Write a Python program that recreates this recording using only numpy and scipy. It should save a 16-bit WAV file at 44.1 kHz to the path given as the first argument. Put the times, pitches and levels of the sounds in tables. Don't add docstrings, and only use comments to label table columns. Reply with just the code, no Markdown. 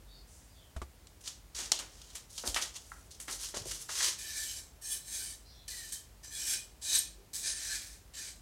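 import sys
import numpy as np
from scipy import signal
from scipy.fft import rfft, irfft
from scipy.io import wavfile
from scipy.ndimage import uniform_filter1d

SR = 44100
rng = np.random.default_rng(int(sys.argv[2]) if len(sys.argv) > 2 else 0)


def master_out(mix):
    frames = np.transpose(np.atleast_2d(mix))
    ceiling = np.clip(frames, -1, 1)
    pcm = np.round(ceiling * 32767).astype(np.int16)
    wavfile.write(sys.argv[1], SR, pcm)


N = 370881
TIME = np.arange(N) / SR


def trowel(contact_db=4.0, judder_db=0.7, uneven_db=0.66, smear_db=-34.0):
    # start, pressing and easing in seconds, then in relative dB the peak, the swell up to it,
    # the blade's flex, the edge's bite and the free ring.
    strokes = [(4.176, 0.23, 0.055, -43, 2.5, -10.5, -8, 1.5), (4.362, 0.014, 0.21, -39.5, 4, -13.5, -6, 3),
               (4.811, 0.12, 0.035, -38, 16, -14, -1, 7), (5.04, .11, 0.16, -41, 13, -13, -3.5, 2),
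               (5.678, 0.014, 0.24, -45, -7, -13.5, -6, 0), (5.919, 0.0059, .035, -41.5, 4, -14, -2, -1),
               (6.229, 0.018, 0.032, -46, 12, -12, -11, 4), (6.3, .24, .025, -34.5, 13.5, -12, -6.5, 4.5),
               (6.812, .15, 0.021, -27, 18, -16, -8.5, 0), (7.331, 0.022, 0.082, -39.5, 5, -15.5, -3.5, -8),
               (7.425, 0.046, 0.065, -33.5, 12, -13, -12, 1), (7.55, 0.2, 0.029, -37.5, 7.5, -9.5, -9, -4),
               (7.81, 0.019, 0.12, -50, 2.5, -8.5, -5, -8), (8.133, 0.054, 0.11, -42, 14, -10, -10.5, -2)]
    # frequency and width in Hz, relative level in dB.
    blade_modes = [(1565, 35, -5), (1775, 55, 0), (2290, 45, -6.5), (2430, 45, -4), (3030, 75, 2),
                   (3360, 60, -5.5), (3860, 140, -2), (4170, 85, 0), (4620, 65, -.5), (4970, 110, -3),
                   (5520, 90, -.5), (6020, 130, 0), (6350, 130, 1.5), (7520, 190, .5), (7830, 220, -2.5),
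                   (8200, 260, -3), (8690, 260, -3.5), (9200, 340, -6), (9920, 360, -8.5),
                   (10950, 420, -10.5), (12800, 900, -16)]
    # frequency in Hz, relative density in dB.
    sand_spectrum = [(200, -26), (700, -24), (1300, -13.5), (2700, -15), (3700, -4), (6000, -1.5),
                     (8500, -4), (10500, -12), (13000, -18), (16000, -24)]
    mortar_spectrum = [(150, -26), (310, 4.5), (480, -8), (660, -0.5), (900, -6), (1170, -1), (1400, -27),
                       (3000, -60)]
    stroke, flex_db, bite_db, ring_db = gestures(strokes, attack_s=0.0037, ease_db=7, release_db_s=217)
    drag = grains(per_s=22000, spread_db=2.5)
    drag += from_db(-15) * grains(per_s=130, spread_db=2.0)
    blade = sum((-1) ** k * from_db(db + contact_db * drift(14)) * resonance(drag, hz, width)
                for k, (hz, width, db) in enumerate(blade_modes))
    sand = coloured(grains(per_s=10000, spread_db=1.0), sand_spectrum)
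    rub = from_db(ring_db) * rms_one(blade) + sand
    flex = from_db(flex_db) * evened(band(rub, 1400, 2650, order=4))
    bite = from_db(bite_db) * evened(band(rub, 9900, 19000, order=4))
    hiss = evened(band(rub, 3140, 8980, order=4))
    smear = from_db(smear_db) * stroke ** 0.8 * coloured(noise(), mortar_spectrum)
    judder = from_db(judder_db * drift(110) + uneven_db * drift(30))
    return judder * (stroke * (hiss + flex + bite) + smear)


def squeaks():
    # start and length in seconds, first and last pitch in Hz, relative level in dB.
    slips = [(4.17, 0.33, 1742, 1750, -53), (5.675, 0.22, 2045, 1738, -55), (5.9, 0.12, 3090, 3140, -59.5),
             (5.915, .05, 10900, 10800, -54), (5.915, 0.041, 12650, 12650, -55),
             (5.915, 0.032, 8250, 8250, -46), (6.53, 0.13, 2410, 2490, -57),
             (6.94, 0.035, 8060, 8230, -32.5), (6.98, 0.14, 2525, 2454, -65.5),
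             (6.98, 0.019, 8650, 8700, -27.5), (6.982, 0.014, 11700, 11600, -34.5),
             (7.69, 0.065, 1740, 1680, -45.5)]
    return whistles(slips, width_hz=120)


def shuffles(level_db=-1.66, judder_db=1.54, crunch_db=-10.5):
    # start, pressing and easing in seconds, then in relative dB the peak, the swell up to it,
    # the weight on the sole and the fine grit.
    drags = [(1.205, 0.008, .01, -57.5, 6, -7, 0.5), (1.235, 0.054, 0.021, -43, 9.5, -11.5, -10),
             (1.545, 0.044, 0.072, -38, 4.5, -9.5, -10), (1.787, 0.0068, 0.021, -42.5, -1, -2, -5.5),
             (1.88, .22, .12, -57.5, 2, -7, -9), (2.146, 0.0092, 0.024, -47, 8, -3, 0.5),
             (2.29, 0.098, 0.11, -47, 12.5, -15, -4.5), (2.44, 0.033, .02, -36, 21, -15, -1.5),
             (2.541, 0.028, 0.054, -39, 0.5, -1.5, -5), (2.612, 0.016, 0.016, -35.5, -3, -9.5, -7.5),
             (2.737, 0.023, .012, -44, 10, -8, -8.5), (2.8, 0.12, 0.14, -63, 0, -7, 1),
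             (3.106, 0.0046, 0.04, -49.5, 1, -16, -9.5), (3.199, 0.0054, 0.028, -50, -14, -2.5, 4.5),
             (3.272, 0.064, 0.027, -41, 10.5, -20, -2), (3.385, 0.053, 0.047, -38, 11.5, -10, -5),
             (3.541, 0.031, .025, -37, 5.5, -11.5, -11), (3.648, .065, 0.049, -39.5, 10.5, -9, -4),
             (3.79, 0.036, 0.022, -47.5, 5.5, -8.5, 1.5), (3.883, .19, 0.026, -27, 14.5, -8.5, -8)]
    # frequency in Hz, relative density in dB.
    sole_spectrum = [(120, -59), (200, -14), (353, 10), (482, 4), (791, -16.5), (968, -9.5), (1300, -13.5),
                     (1560, -12.5), (2330, -9), (2910, -6), (6050, -0.5), (9060, -9.5), (14100, -26),
                     (16000, -33)]
    move, weight_db, fine_db = gestures(drags, attack_s=0.0035, ease_db=7.5, release_db_s=270)
    scrape = coloured(grains(per_s=7000, spread_db=1.0), sole_spectrum)
    coarse_grit = grains(per_s=4000, spread_db=-2.5)
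    fine_grit = coloured(grains(per_s=7400, spread_db=1.0), sole_spectrum)
    hiss = rms_one(band(scrape, 3500, 9900, order=3))
    crunch = from_db(crunch_db + .5 * weight_db) * rms_one(band(coarse_grit, 2760, 3450, order=3))
    body = from_db(weight_db - 3.0) * rms_one(band(scrape, 1000, 2260))
    fine = from_db(fine_db + 3.0) * rms_one(band(fine_grit, 8860, 16000))
    return move * from_db(level_db + judder_db * drift(140)) * (hiss + crunch + body + fine)


def cracks():
    # start in seconds, level in dB, time to fall 60 dB in seconds.
    bursts = [(1.071, -46.5, 0.021), (1.276, -33, 0.046), (1.5485, -49, 0.044), (1.718, -16.5, 0.025),
              (1.7207, -20.5, .0091), (1.79, -34.5, .055), (2.016, -44.5, .036), (2.102, -50.5, 0.061),
              (2.154, -42, 0.099), (2.379, -35.5, 0.081), (2.476, -24, .017), (2.5448, -24.5, .017),
              (2.562, -32.5, 0.02), (2.621, -32, 0.099), (2.765, -38.5, 0.052), (3.106, -62, 0.027),
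              (3.201, -46, 0.021), (3.327, -51, .06), (3.544, -42, .034), (3.712, -37.5, .054)]
    # frequency in Hz, relative density in dB.
    grit_spectrum = [(200, -16), (500, -17), (900, -11), (1500, -13.5), (2300, -16), (3000, -1.5),
                     (5000, -2.5), (6500, 0.5), (9000, -4.5), (12000, -9), (16000, -12)]
    out, t = np.zeros(N), TIME[:SR // 4]
    fracture = coloured(noise(), grit_spectrum)
    for s, db, t60 in bursts:
        burst = rms_one(band(fracture[int(s * SR):][:len(t)], 133, 8600))
        add(out, s, from_db(db) * burst * dying(t, t60))
    return out


def footfalls():
    # start in seconds, level in dB, centre in Hz, width in octaves, 60 dB decay in seconds.
    contacts = [(1.587, -45.5, 990, 4.6, 0.41), (1.719, -43.5, 850, 1.7, 0.049),
                (1.79, -49, 905, 3.1, 0.35), (2.15, -57, 900, 3.2, 0.14), (2.437, -41, 556, 2.34, 0.22),
                (2.47, -47, 50, 0.67, 0.45), (2.472, -46, 384, 1.8, 0.1), (2.5625, -28, 1460, 2.3, 0.1),
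                (2.918, -38, 1280, 0.65, 0.027), (3.281, -40, 870, 3.3, .2), (3.54, -39.5, 684, 2.1, 0.11),
                (3.569, -41, 296, 3.6, 0.056), (3.601, -52, 119, 0.91, 0.34), (3.656, -43, 460, 0.75, .074),
                (3.891, -37.5, 1200, 1.7, 0.07), (4.005, -33, 1550, 1.4, 0.077), (7.18, -62, 360, 0.51, .3)]
    out, t = np.zeros(N), TIME[:SR // 3]
    for s, db, hz, octaves, t60 in contacts:
        low, high = hz / 2 ** (octaves / 2), hz * 2 ** (octaves / 2)
        puff = band(noise(len(t)) * dying(t, t60), low, high)
        add(out, s, from_db(db) * puff * np.sqrt(SR / 2 / (high - low)))
    return out


def lumps(thump_hz=68, thump_t60=0.19, plop_t60=0.054, splat_t60=0.059, spray_t60=0.1):
    # start in seconds, splat and thump in dB, low plop in Hz and dB, high plop in Hz and dB.
    landings = [(0.764, -41, -32.5, 666, -42, 1330, -56), (.817, -39, -36, 348, -38.5, 1172, -37)]
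    out, t = np.zeros(N), TIME[:SR // 3]
    for s, splat_db, thump_db, low_hz, low_db, high_hz, high_db in landings:
        modes = [(thump_hz, thump_db, thump_t60), (low_hz, low_db, plop_t60), (high_hz, high_db, plop_t60)]
        for hz, db, t60 in modes:
            add(out, s, from_db(db) * np.sin(2 * np.pi * hz * t) * dying(t, t60))
        splat = rms_one(band(noise(len(t)), 94, 1120)) * dying(t, splat_t60)
        spray = rms_one(band(noise(len(t)), 1800, 8700)) * dying(t, spray_t60)
        add(out, s, from_db(splat_db) * (splat + from_db(-10) * spray))
    return out


def brushing():
    # start, pressing and easing in seconds, relative peak and the swell up to it in dB.
    wipes = [(.26, .09, 0.11, -60.5, 4), (.53, .04, .08, -75, 3)]
    wipe, = gestures(wipes, attack_s=0.018, ease_db=7, release_db_s=70)
    return wipe * rms_one(band(noise(), 5500, 9600))


def bird():
    # start and length in seconds, first and last pitch in Hz, relative level in dB.
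    chirps = [(.05, .14, 3700, 3750, -62), (.06, .17, 4450, 4550, -60), (.11, .13, 4950, 5050, -66),
              (.47, .13, 5000, 4400, -67.5), (.52, .15, 3750, 3000, -63.5), (5.43, .1, 4200, 4100, -59),
              (5.43, .12, 4800, 4950, -60), (5.43, .18, 5600, 5600, -63), (5.48, .18, 3550, 3450, -63),
              (5.52, .13, 4100, 4000, -62)]
    return from_db(-5) * whistles(chirps, width_hz=520)


def room(x, gap_s=0.0063):
    # frequency in Hz, time to fall 60 dB in seconds.
    decay_times = [(100, 0.66), (1000, 0.34), (5000, 0.33), (16000, 0.21)]
    t, edges = TIME[:SR // 2], np.geomspace(80, 18000, 8)
    tail = sum(band(noise(len(t)), low, high) * dying(t, at_hz(decay_times, np.sqrt(low * high)))
               for low, high in zip(edges, edges[1:]))
    tail *= t > gap_s
    return signal.fftconvolve(x, tail / np.linalg.norm(tail))[:N]


def crack_echoes(count=4):
    return sum(room(cracks()) for _ in range(count)) / np.sqrt(count)


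def room_tone(air_db=-62.5, rumble_db=-58.5, waver_db=0.5):
    # frequency in Hz, relative density in dB.
    air_spectrum = [(90, -4), (200, -6), (400, -9.5), (700, -11.5), (1300, -16.5), (3300, -19.5),
                    (5500, -20), (8300, -20.5), (11000, -23), (16000, -24.5)]
    rumble_spectrum = [(20, -40), (36, -19), (46, 5.5), (54, 1), (70, -3.5), (90, -7.5), (130, -14.5),
                       (200, -25.5), (500, -40), (2000, -72)]
    air = from_db(air_db) * coloured(noise(), air_spectrum)
    rumble = from_db(rumble_db + waver_db * drift(14)) * coloured(noise(), rumble_spectrum)
    return air + rumble


def gestures(rows, attack_s, ease_db, release_db_s):
    t, power, colours = TIME[:SR], np.full(N, 1e-14), np.zeros((len(rows[0]) - 5, N))
    for s, press_s, ease_s, db, swell_db, *colour in rows:
        lift_s = press_s + ease_s
        shape_db = np.interp(t, [0, press_s, lift_s], [-swell_db, 0, -ease_db])
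        shape_db -= release_db_s * np.maximum(t - lift_s, 0)
        landing = np.minimum(t / (attack_s + 0.055 * press_s), 1)
        move_power = (from_db(db + shape_db) * landing) ** 2
        add(power, s, move_power)
        for track, value in zip(colours, colour):
            add(track, s, value * move_power)
    return np.sqrt(power), *(colours / power)


def grains(per_s, spread_db):
    born = rng.random(N) < per_s / SR
    return rms_one(born * noise() * from_db(spread_db * np.minimum(rng.exponential(1, N), 4)))


def whistles(rows, width_hz):
    out, flutter = np.zeros(N), drift(width_hz) + 1j * drift(width_hz)
    for s, length, start_hz, end_hz, db in rows:
        n = int(length * SR)
        tone = np.exp(2j * np.pi * np.cumsum(np.linspace(start_hz, end_hz, n)) / SR)
        hoarse = rms_one((tone * flutter[int(s * SR):][:n]).real)
        add(out, s, from_db(db) * signal.windows.tukey(n, .7) * hoarse)
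    return out


def resonance(x, hz, width_hz):
    r = np.exp(-np.pi * width_hz / SR)
    poles = [1, -2 * r * np.cos(2 * np.pi * hz / SR), r * r]
    return signal.lfilter(np.array([1, 0, -1]) * (1 - r * r) / 2, poles, x)


def band(x, low_hz, high_hz, order=2):
    sos = signal.butter(order, [low_hz, high_hz], "band", fs=SR, output="sos")
    return signal.sosfilt(sos, x + 1e-18)


def coloured(x, spectrum):
    hz = np.fft.rfftfreq(N, 1 / SR)
    low_cut = np.minimum(1, hz / spectrum[0][0]) ** 2
    return rms_one(irfft(rfft(x) * from_db(at_hz(spectrum, hz)) * low_cut, N))


def at_hz(points, hz):
    f, value = np.transpose(points)
    return np.interp(np.log(hz + 1e-3), np.log(f), value)


def noise(n=N):
    return rng.standard_normal(n)


def drift(per_s):
    knots = noise(8192)
    return np.interp(TIME * per_s, np.arange(len(knots)), knots) * np.sqrt(3 / 2)


def dying(t, t60):
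    return np.exp(-np.log(1000) * t / t60)


def evened(x):
    return x / np.sqrt(uniform_filter1d(x * x, SR // 10) + 1e-12)


def rms_one(x):
    return x / np.sqrt(np.mean(x ** 2) + 1e-20)


def from_db(db):
    return 10 ** (np.asarray(db) / 20)


def add(out, s, sound):
    i = int(s * SR)
    out[i:i + len(sound)] += sound[:N - i]


def scene():
    rubbing = trowel() + squeaks() + shuffles() + brushing()
    grit, steps, mortar, chirps = cracks(), footfalls(), lumps(), bird()
    direct = from_db(-0.64) * rubbing + grit + steps + mortar + .5 * chirps
    to_walls = from_db(-10) * rubbing + from_db(-8) * steps + from_db(-29) * mortar + chirps
    reflected = room(to_walls) + from_db(-9) * crack_echoes()
    return (direct + reflected + room_tone())[None]


def record(dry, cutoff_hz=15900):
    return signal.sosfilt(signal.ellip(10, .1, 70, cutoff_hz, fs=SR, output="sos"), dry)


dry = scene()
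out = record(dry)
master_out(out)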